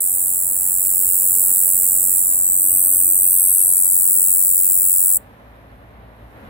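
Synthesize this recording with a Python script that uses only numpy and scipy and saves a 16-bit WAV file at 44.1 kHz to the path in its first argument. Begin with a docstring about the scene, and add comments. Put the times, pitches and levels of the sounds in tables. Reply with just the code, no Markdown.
"""A katydid buzzes in a leafy bush at night while a camera moves closer; the buzz then ends abruptly.
Each wing stroke drags a scraper along a toothed file: a few slips over the first half of a falling
chirp, whose octave rings the wing. The wingbeat hums softly; leaves scatter and shade the buzz. Behind
it distant traffic and engines murmur, far insects hiss, and a few dry ticks and a crackle are heard."""
import sys
import numpy as np
from scipy import signal
from scipy.fft import rfft, irfft, next_fast_len
from scipy.io import wavfile
from scipy.ndimage import uniform_filter1d, minimum_filter1d, map_coordinates

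SR = 44100
rng = np.random.default_rng(int(sys.argv[2]) if len(sys.argv) > 2 else 0)


def put_to_file(sound):
    """Save the sound as 16-bit audio at rate SR, in the file named by the first command-line argument."""
    columns = np.atleast_2d(sound).T  # one column per channel
    safe = np.clip(columns, -1, 1)
    whole_steps = np.round(safe * 32767)
    wavfile.write(sys.argv[1], SR, whole_steps.astype(np.int16))


N = 286209
T_S = np.arange(N) / SR

# Wingbeat tempo. Each row: time in seconds, strokes per second.
TEMPO = [(0, 91.43), (2.5, 91.5), (3.2, 91.25), (4.3, 91.38), (5.17, 91.68)]
LAST_STROKE_S = 5.1642
# Strokes before STUMBLE_S start this much later: the rhythm skips ahead once.
STUMBLE_S, STUMBLE_SHIFT_S = .86, .0016
# Scraper slips, from before the bite to mid-chirp. Each row: time in ms, relative level in dB,
# timing spread in ms.
SLIPS = [(.76, -6.5, .003), (1.92, -1.5, .003), (2.7, -3.5, .008), (3.35, -3, .025), (4, -3, .06),
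         (4.65, -6.5, .1)]
# Wing modes rung by the slips. Each row: frequency in Hz, relative level in dB, t60 in ms.
WING_MODES = [(9410, -0.5, 2.08), (11390, 4.5, 1.94), (12350, -3.5, 2.5), (13750, -9.5, 2.6),
              (14460, -7, 2.2)]
WING_SWELL_MS = .22
# Wing radiation. Each row: frequency in Hz, gain in dB.
RADIATION = [(5000, -56), (6400, -33), (6900, -3), (7400, 1.5), (7750, 3.5), (8300, 6), (9100, -2),
             (10000, -0.5), (11000, -1.5), (12350, -5), (13000, 1), (13550, -6.5), (14400, -0.5),
             (15250, -2.5), (15750, 2)]
# One closing stroke: the scraper bites, slows along the file and lifts off.
BITE_MS, LIFT_MS, ATTACK_MS, RELEASE_MS = 1.7, 7.7, .3, .8
# Nominal tooth rate at the bite, and time constant of its fall.
FIRST_TOOTH_HZ, SLOWING_MS = 11200, 11.8
# Stroke timing spread; period and depth (0-1) of the scraper's judder.
STROKE_JITTER_MS, JUDDER_PERIOD_MS, JUDDER_DEPTH = .03, 1.25, .3
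# The octave swells as it falls through the wing's top resonance.
TONE_DB, OCTAVE_DB, OCTAVE_HZ, OCTAVE_HALF_WIDTH_HZ = -7.5, 3, 14720, 470
# Spread in force of whole strokes and single slips.
STROKE_SPREAD_DB, SLIP_SPREAD_DB = .35, 2.1
# Friction noise of scraper on file. Each row: frequency in Hz, gain in dB.
SCRAPE_COLOUR = [(6500, -4.5), (8500, -0.5), (10500, 7), (13000, 6.5), (15500, 0.5)]
# Weak rasp, late in each stroke, below the song in pitch.
RASP_PEAK_MS, RASP_SLOPE_DB_PER_MS, RASP_SPREAD_DB = 6.4, 4.2, 2.3
RASP_SWING_DB, RASP_SWINGS_PER_S = 1.8, 8
# Rasp colour. Each row: frequency in Hz, gain in dB.
RASP_COLOUR = [(3000, -45), (4300, -19), (4900, -2), (5300, -1), (5600, -2), (6100, -.5), (6450, -7),
               (7500, -40)]
# Rasp level. Each row: time in seconds, mean level against the song in dB.
RASP_DB = [(.3, -40), (1.6, -39), (3.2, -40.5), (4.5, -38.5)]
# Air pushed by the wings. 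Each row: multiple of the stroke rate, rms level at one metre in dB.
WINGBEAT = [(1, -62), (2, -60.5), (3, -63), (4, -67.5)]

# Song level at one metre, before shading by leaves.
SONG_DB = -11.5
# Camera to singer. Each row: time in seconds, distance in metres.
DISTANCE = [(.1, 2.29), (.6, 1.87), (1.35, 1.53), (2.3, 1.47), (3.6, 1.51)]
# Camera turning. Each row: time in seconds, singer's bearing in degrees to the left.
BEARING = [(.05, 3.2), (.35, 0.54), (.8, 1), (1.4, 0.57), (1.95, 1.7), (2.3, 3.8), (2.5, 7.1), (2.65, 10.7),
           (2.95, 10.9), (3.1, 8.7), (3.3, 10.5), (3.5, 12.9), (3.95, 17.04), (4.75, 18.2), (5.15, 16.9)]
TREMOR_DEGREES, TREMORS_PER_S = .15, 7
PORT_GAP_M, SOUND_M_PER_S = .15, 343
# Lag of right port behind left for sound from the front. Each row: frequency in Hz, phase in radians.
PORT_PHASE = [(5000, 1.5), (6300, 0.8), (7100, 0), (8200, 1.27), (9650, -0.3), (11000, -0.5), (12600, -1.5),
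              (13400, -1), (15500, -0.5)]
# Near-leaf echoes, thinning as the view clears. Each row: time in seconds, dB against direct song.
LEAVES_DB = [(0, -1), (1.3, -3.5), (2.3, -5.5), (2.8, -8), (5.15, -7.5)]
LEAVES_T60_S = .032
# Single reflections at the left port. Each row: first delay in ms, last delay in ms, signed share.
LEFT_LEAVES = [(.374, .39, -.16), (.464, .52, -.14), (.678, .766, -.12)]
# The same at the right port. Each row: first delay in ms, last delay in ms, signed share.
RIGHT_LEAVES = [(.39, .382, .16), (.224, .3, -.12), (.75, .674, -.12), (.938, 1.106, -.12)]
# Centres of the song's low, middle and top bands. Each entry: frequency in Hz.
BANDS_HZ = [8000, 10700, 14700]
# Shading by leaves. Each row: time in seconds, low, middle and top band gain in dB.
SHADE = [(0, 1, 1.5, 4), (.5, -0.5, -0.6, 1.5), (1.3, -1, 1, 4), (1.85, -0.5, -0.5, 3), (2.1, 0, -0.5, 2),
         (2.4, -1, -0.5, 2), (2.8, -1.1, 3.5, 1.8), (3.45, -2.04, 4, 3.5), (4.1, -1, 2.5, 3.3),
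         (5.15, -1.5, 3, 3.5)]
# Tilt between ports. Each row: time in seconds, left minus right in low, middle and top band in dB.
BALANCE_DB = [(0, 0, 0, -3), (0.5, -2, 0, -1.5), (1.3, -1, -1, -3), (1.75, -0.5, -1, -4),
              (2.1, -2.8, 0.5, -4), (2.4, -2.5, 1, 1), (2.75, -1, -1.5, 4), (3.1, 2.5, -2.5, 2),
              (3.45, 0, -0.5, 2), (3.8, 1, 1, 3), (4.4, -0.3, 3.5, 2.7), (5.15, 1.5, 2, 2.5)]

# Dry ticks. Each row: time in seconds, peak before colouring in dB.
TICKS = [(0.857, -16), (1.582, -24), (4.053, -20), (4.9185, -28), (4.94, -26), (4.962, -26), (4.9735, -26)]
# Soft crackle; its level is before colouring.
CRACKLE_S, CRACKLE_HALF_S, CRACKLE_DB, CRACKLES_PER_S = 4.945, .05, -34, 900
# Colour of ticks and crackle. Each row: frequency in Hz, gain in dB.
TICK_COLOUR = [(400, -8), (1500, -1), (6000, 2), (12000, 0)]

# Distant traffic spectrum. Each row: frequency in Hz, relative density in dB per Hz.
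ROAD = [(12, -41.5), (20, -27.5), (36, -8), (53, 2.5), (101, -1.5), (150, -10), (184, -7), (250, -6.5),
        (292, -7), (334, -14.5), (532, -9), (694, -9.5), (1260, -16), (1800, -17.5), (2700, -26.5),
        (4000, -33), (5200, -45), (8800, -120)]
# Steady road levels.
RUMBLE_DB, ROAR_DB, ROAR_FLUTTER_DB = -53, -47, .75
# Swells of the road sound. Each row: loudest at seconds, half length in seconds, rumble in dB, roar in dB.
ROAD_SWELLS = [(0.246, 0.3, -61, -75), (1.542, 0.98, -55.5, -46.5), (2.849, 0.45, -50.5, -51),
               (5.95, 0.25, -51.5, -63), (6.443, 0.12, -46.5, -43)]
# Far engines. Each row: loudest at seconds, half length in seconds, pitch in Hz, glide in Hz per s,
# mean level at the loudest in dB, octave against the tone in dB.
ENGINES = [(0.777, 1, 49.1, 0.4, -51.5, -5), (1.405, 0.72, 310.5, -6, -64, -29),
           (2.933, 0.35, 299.7, -7.5, -48, -23), (3.99, 0.64, 54.16, -2.5, -54, -13),
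           (6.151, 0.78, 56.1, 1.2, -48, -4)]
# Far-insect hiss spectrum. Each row: frequency in Hz, relative density in dB per Hz.
NIGHT = [(2500, -31.5), (4000, -25), (5500, -11.5), (7500, -16.5), (8600, -12), (9900, -20), (10700, -5),
         (11500, -2.5), (13200, -9), (14300, -6.5), (15200, -30), (16000, -43.5)]
# Far-insect level. Each row: time in seconds, level before throbbing in dB.
NIGHT_DB = [(5.3, -69.5), (6.1, -72.5), (6.45, -66)]
# Likeness of the two ports for distant sound. Each row: frequency in Hz, coherence (0-1).
COHERENCE = [(30, 0.93), (90, 0.87), (180, 0.87), (350, 0.78), (700, 0.65), (1400, 0.33), (2800, 0),
             (8000, 0.065)]
# Recorder's band limit, and limiter ceiling as a share of full scale.
EDGE_HZ, CEILING = 15850, .96


def katydid(slip_db=2.5, scrape_db=-18, octave_scrape_db=-10):
    """Each stroke: slips ring the wing, the slowing scraper chirps and scrapes, and a rasp peaks late."""
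    start_s = stroke_starts()
    shift, haste, size, grip = rng.standard_normal((len(start_s), 4)).T[:, :, None]
    # one row of 10 ms per stroke
    index = (start_s[:, None] * SR).astype(int) + np.arange(SR // 100)
    ms = (index / SR - start_s[:, None]) * 1000 + STROKE_JITTER_MS * shift

    contact = np.clip(np.minimum((ms - BITE_MS) / ATTACK_MS, (LIFT_MS - ms) / RELEASE_MS), 0, 1)
    tooth_hz = FIRST_TOOTH_HZ * np.exp((BITE_MS - ms) / SLOWING_MS)
    ringing = 1 / (1 + ((2 * tooth_hz - OCTAVE_HZ) / OCTAVE_HALF_WIDTH_HZ) ** 2)
    speed = 1 + 0.009 * haste + 0.00723 * wander(1.8)[index[:, :1]]
    chirp = contact * file_tone(ms, tooth_hz, speed, ringing)

    scrape_gain = amp(scrape_db) + amp(octave_scrape_db) * ringing
    scrape = contact * scrape_gain * rng.standard_normal(ms.shape)
    rasp_gain_db = RASP_SPREAD_DB * grip - RASP_SLOPE_DB_PER_MS * abs(ms - RASP_PEAK_MS)
    rasp = amp(rasp_gain_db) * rng.standard_normal(ms.shape)
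    slips = amp(slip_db) * slip_pulses(ms)

    # lay the strokes along the timeline
    chirp, scrape, rasp, slips = (
        np.bincount(index.ravel(), (amp(STROKE_SPREAD_DB * size) * part).ravel(), N)
        for part in (chirp, scrape, rasp, slips))
    swing = unit(chirp + colour(scrape, SCRAPE_COLOUR) + signal.oaconvolve(slips, wing())[:N])
    # the stiff wing rounds off its widest swings
    song = unit(colour(np.tanh(swing / 2.2), RADIATION))
    rasp_db = follow(RASP_DB, T_S)[0] + RASP_SWING_DB * wander(RASP_SWINGS_PER_S)
    song = song + unit(colour(rasp, RASP_COLOUR)) * amp(rasp_db)
    return song / song[:index.max()].std()  # rms 1 while singing


def stroke_starts():
    """Start times of the strokes, counted back from the last by integrating the tempo."""
    back_s = np.arange(LAST_STROKE_S, 0, -1 / SR)
    beats = np.cumsum(follow(TEMPO, back_s)[0]) / SR
    start_s = np.interp(np.arange(beats[-1]), beats, back_s)
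    return start_s + STUMBLE_SHIFT_S * (start_s < STUMBLE_S)


def file_tone(ms, tooth_hz, speed, ringing):
    """Falling tone of teeth passing the juddering scraper, and its octave lifted by wing resonance."""
    # integral of the exponentially falling tooth rate
    phase = 2 * np.pi * speed * (FIRST_TOOTH_HZ - tooth_hz) * SLOWING_MS / 1000
    judder_phase = 2 * np.pi * (ms - BITE_MS) / JUDDER_PERIOD_MS - np.pi
    judder = 1 + JUDDER_DEPTH * np.cos(judder_phase + rng.standard_normal((len(ms), 1)))
    tone = amp(TONE_DB) * judder * np.sin(phase)
    return tone + amp(OCTAVE_DB) * ringing * np.sin(2 * phase)


def slip_pulses(ms):
    """Band-limited impulses where the scraper catches and slips, ever more loosely timed."""
    pulses = np.zeros(ms.shape)
    for at_ms, db, spread_ms in SLIPS:
        late, force = rng.standard_normal((len(ms), 2)).T[:, :, None]
        pulse = np.sinc((ms - at_ms - spread_ms * late) * SR / 1000)
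        pulses += amp(db + SLIP_SPREAD_DB * force) * pulse
    return pulses


def wing():
    """Wing ring after one slip: damped modes swell over a few cycles and die within milliseconds."""
    ms = np.arange(SR // 100) * 1000 / SR
    modes = 0
    for k, (hz, db, t60_ms) in enumerate(WING_MODES):
        sign = (-1) ** k
        modes = modes + sign * amp(db - 60 * ms / t60_ms) * np.sin(2 * np.pi * hz * ms / 1000)
    ring = modes * (1 - np.exp(-(ms / WING_SWELL_MS) ** 2))
    return ring / abs(ring).max()


def wingbeat():
    """Low hum of wings beating the air: stroke-rate harmonics, fading within a beat of the last stroke."""
    rate = follow(TEMPO, T_S)[0]
    metres = follow(DISTANCE, T_S)[0]
    phase = 2 * np.pi * np.cumsum(rate) / SR
    singing = np.clip((LAST_STROKE_S - T_S) * rate + 1, 0, 1)
    hum = sum(amp(db) * np.sin(k * phase) for k, db in WINGBEAT)
    return np.sqrt(2) * singing / metres * hum


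def bush(song, garden_db=-32, garden_t60_s=0.21, places=9):
    """Song reaching two ports with a changing lag; leaf echoes shift as the camera moves."""
    metres = follow(DISTANCE, T_S)[0]
    degrees = follow(BEARING, T_S)[0] + TREMOR_DEGREES * wander(TREMORS_PER_S)
    lag_s = PORT_GAP_M * np.sin(np.radians(degrees)) / SOUND_M_PER_S
    port_phase = read(PORT_PHASE, np.fft.rfftfreq(N, 1 / SR))
    turned = irfft(rfft(song) * np.exp(-1j * port_phase), N)
    # 4x oversampling for the moving delay
    fine = signal.resample_poly(turned * (T_S < LAST_STROKE_S + .5), 4, 1)
    right = map_coordinates(fine, [(T_S - lag_s) * SR * 4], order=3)
    direct = np.array([song, right])

    # the camera slows to a halt
    progress = np.sin(np.pi / 2 * np.minimum(T_S / LAST_STROKE_S, 1))
    leaves = 0
    for k in range(places):  # crossfade the echo patterns of successive places
        weight = np.cos(np.pi / 2 * np.clip(progress * (places - 1) - k, -1, 1))
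        leaves = leaves + weight * scatter(song, LEAVES_T60_S, .0003)
    # from further off, echoes fill the gaps between strokes
    wet = amp(follow(LEAVES_DB, T_S)[0])
    near = (glance(direct, progress) + wet * leaves) / np.hypot(1, wet)
    garden = amp(garden_db) * scatter(song, garden_t60_s, 0.012)
    return shade(near + garden) * amp(SONG_DB) / metres


def glance(pair, progress):
    """Single reflections off the closest leaves; their delays change, so ripples drift in the colour."""
    fine = signal.resample_poly(pair, 4, 1, axis=1)
    out = pair.copy()
    for port, leaves in enumerate((LEFT_LEAVES, RIGHT_LEAVES)):
        for first_ms, last_ms, share in leaves:
            delay = (first_ms + (last_ms - first_ms) * progress) * SR / 1000  # samples
            out[port] += share * map_coordinates(fine[port], [(np.arange(N) - delay) * 4], order=1)
    return out


def scatter(x, t60_s, first_s):
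    """Sparse echoes of random sign that die away, a different set for each port."""
    t = np.arange(SR // 5) / SR
    signs = rng.choice([-1, 1], (2, len(t)))
    sparse = rng.random((2, len(t))) < .2
    taps = signs * sparse * (t > first_s) * amp(-60 * t / t60_s)
    taps = taps / np.linalg.norm(taps, axis=1, keepdims=True)
    return signal.oaconvolve(x[None], taps, axes=1)[:, :N]


def shade(pair):
    """Leaves in the way change each band's level and tip it to one port or the other."""
    size = next_fast_len(N + 4096)
    spectrum, hz = rfft(pair, size), np.fft.rfftfreq(size, 1 / SR)
    out = 0
    for pick, db, pan_db in zip(np.eye(len(BANDS_HZ)), follow(SHADE, T_S), follow(BALANCE_DB, T_S)):
        band = irfft(spectrum * np.interp(hz, BANDS_HZ, pick), size)[:, :N]
        out = out + band * amp(db + np.array([pan_db, -pan_db]) / 2)
    return out


def ticks():
    """Coloured impulses, broad and without ring, and a soft crackle of much smaller random ones."""
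    at_s, db = np.transpose(TICKS)
    clicks = np.bincount((at_s * SR).astype(int), amp(db), N)
    bell = np.exp(-((T_S - CRACKLE_S) / CRACKLE_HALF_S) ** 2)
    sparse = rng.random(N) < CRACKLES_PER_S / SR
    crackle = amp(CRACKLE_DB) * bell * rng.standard_normal(N) * sparse
    return colour(clicks + crackle, TICK_COLOUR)


def traffic(split_hz=140):
    """Low rumble and fluttering tyre roar from split noise; each swell adds power to both."""
    rumble_power, roar_power = amp(RUMBLE_DB) ** 2, amp(ROAR_DB) ** 2
    for at_s, half_s, rumble_db, roar_db in ROAD_SWELLS:
        gain = swell(at_s, half_s)
        rumble_power = rumble_power + (gain * amp(rumble_db)) ** 2
        roar_power = roar_power + (gain * amp(roar_db)) ** 2
    road = ambient(ROAD)
    rumble = signal.sosfiltfilt(signal.butter(4, split_hz, fs=SR, output="sos"), road)
    roar = unit(road - rumble) * amp(ROAR_FLUTTER_DB * wander(13))
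    return unit(rumble) * np.sqrt(rumble_power) + roar * np.sqrt(roar_power)


def engine(at_s, half_s, hz, glide_hz_per_s, db, octave_db, waver_db=2, pitch_waver=0.0047):
    """Far engine: a wavering tone and its octave, gliding as it swells and fades."""
    pitch_hz = (hz + glide_hz_per_s * (T_S - at_s)) * (1 + pitch_waver * wander(5.9))
    phase = 2 * np.pi * np.cumsum(pitch_hz) / SR
    tone = np.sin(phase) + amp(octave_db) * np.sin(2 * phase)
    return np.sqrt(2) * swell(at_s, half_s) * amp(db + waver_db * wander(11.8)) * tone


def swell(at_s, half_s):
    """Gain that rises to 1 and falls again, halved at half_s from its peak."""
    return 1 / (1 + ((T_S - at_s) / half_s) ** 2)


def night(throb_db=2.5, throbs_per_s=125, unsteady=0.055, balance_db=-1.5):
    """Far insects on the left: coloured noise with an unsteady fast throb."""
    throb_hz = throbs_per_s * (1 + unsteady * wander(20))
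    throb = np.sin(2 * np.pi * np.cumsum(throb_hz) / SR)
    return ambient(NIGHT, balance_db) * amp(follow(NIGHT_DB, T_S)[0] + throb_db * throb)


def ambient(points, balance_db=0.2, lead_ms=0.28):
    """Coloured distant noise, reaching the left port first and most alike in both in the bass."""
    hz = np.fft.rfftfreq(N, 1 / SR)
    left, other = rfft(rng.standard_normal((2, N)))
    same = np.clip(read(COHERENCE, hz), -1, 1)
    delay = np.exp(-2j * np.pi * hz * lead_ms / 1000)
    right = (same * left + np.sqrt(1 - same ** 2) * other) * delay
    pair = irfft(np.array([left, right]) * amp(read(points, hz)), N)
    return pair / pair.mean(0).std() * amp([[-balance_db], [balance_db]])


def amp(db):
    """Decibels to gain."""
    return 10 ** (np.asarray(db) / 20)


def unit(x):
    """Scales to rms 1."""
    return x / np.sqrt(np.mean(x ** 2) + 1e-20)


def follow(rows, at):
    """The columns of a table, interpolated along its first column."""
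    first, *columns = np.transpose(rows)
    return [np.interp(at, first, c) for c in columns]


def read(points, hz):
    """A spectrum, interpolated on a log-frequency axis."""
    f, value = np.transpose(points)
    return np.interp(np.log(hz + 1), np.log(f + 1), value)


def colour(x, points):
    """Filters by a spectrum in dB."""
    size = next_fast_len(N + 4096)
    gain = amp(read(points, np.fft.rfftfreq(size, 1 / SR)))
    return irfft(rfft(x, size) * gain, size)[..., :N]


def wander(per_s, size=2048):
    """Slow random curve of rms 1, low-passed at per_s."""
    hz = np.arange(size // 2 + 1) * SR / N
    coarse = irfft(rfft(rng.standard_normal(size)) * (hz < per_s), size)
    return unit(np.interp(np.arange(N) * size / N, np.arange(size), coarse))


def scene():
    """The singer in its bush over the background of the night."""
    singer = bush(katydid()) + wingbeat()
    engines = sum(engine(*row) for row in ENGINES)
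    return singer + ticks() + traffic() + engines + night()


def record(dry):
    """A fast limiter eases the tallest peaks under its ceiling; then the band limit."""
    band = signal.firwin(1023, EDGE_HZ, window=("kaiser", 9), fs=SR)[None]
    peak = abs(signal.oaconvolve(dry, band, "same")).max(0)
    gain = minimum_filter1d(CEILING / np.maximum(peak, CEILING), size=121)
    gain = uniform_filter1d(uniform_filter1d(gain, size=61), size=61)
    return signal.oaconvolve(dry * gain, band, "same")


dry = scene()
out = record(dry)
put_to_file(out)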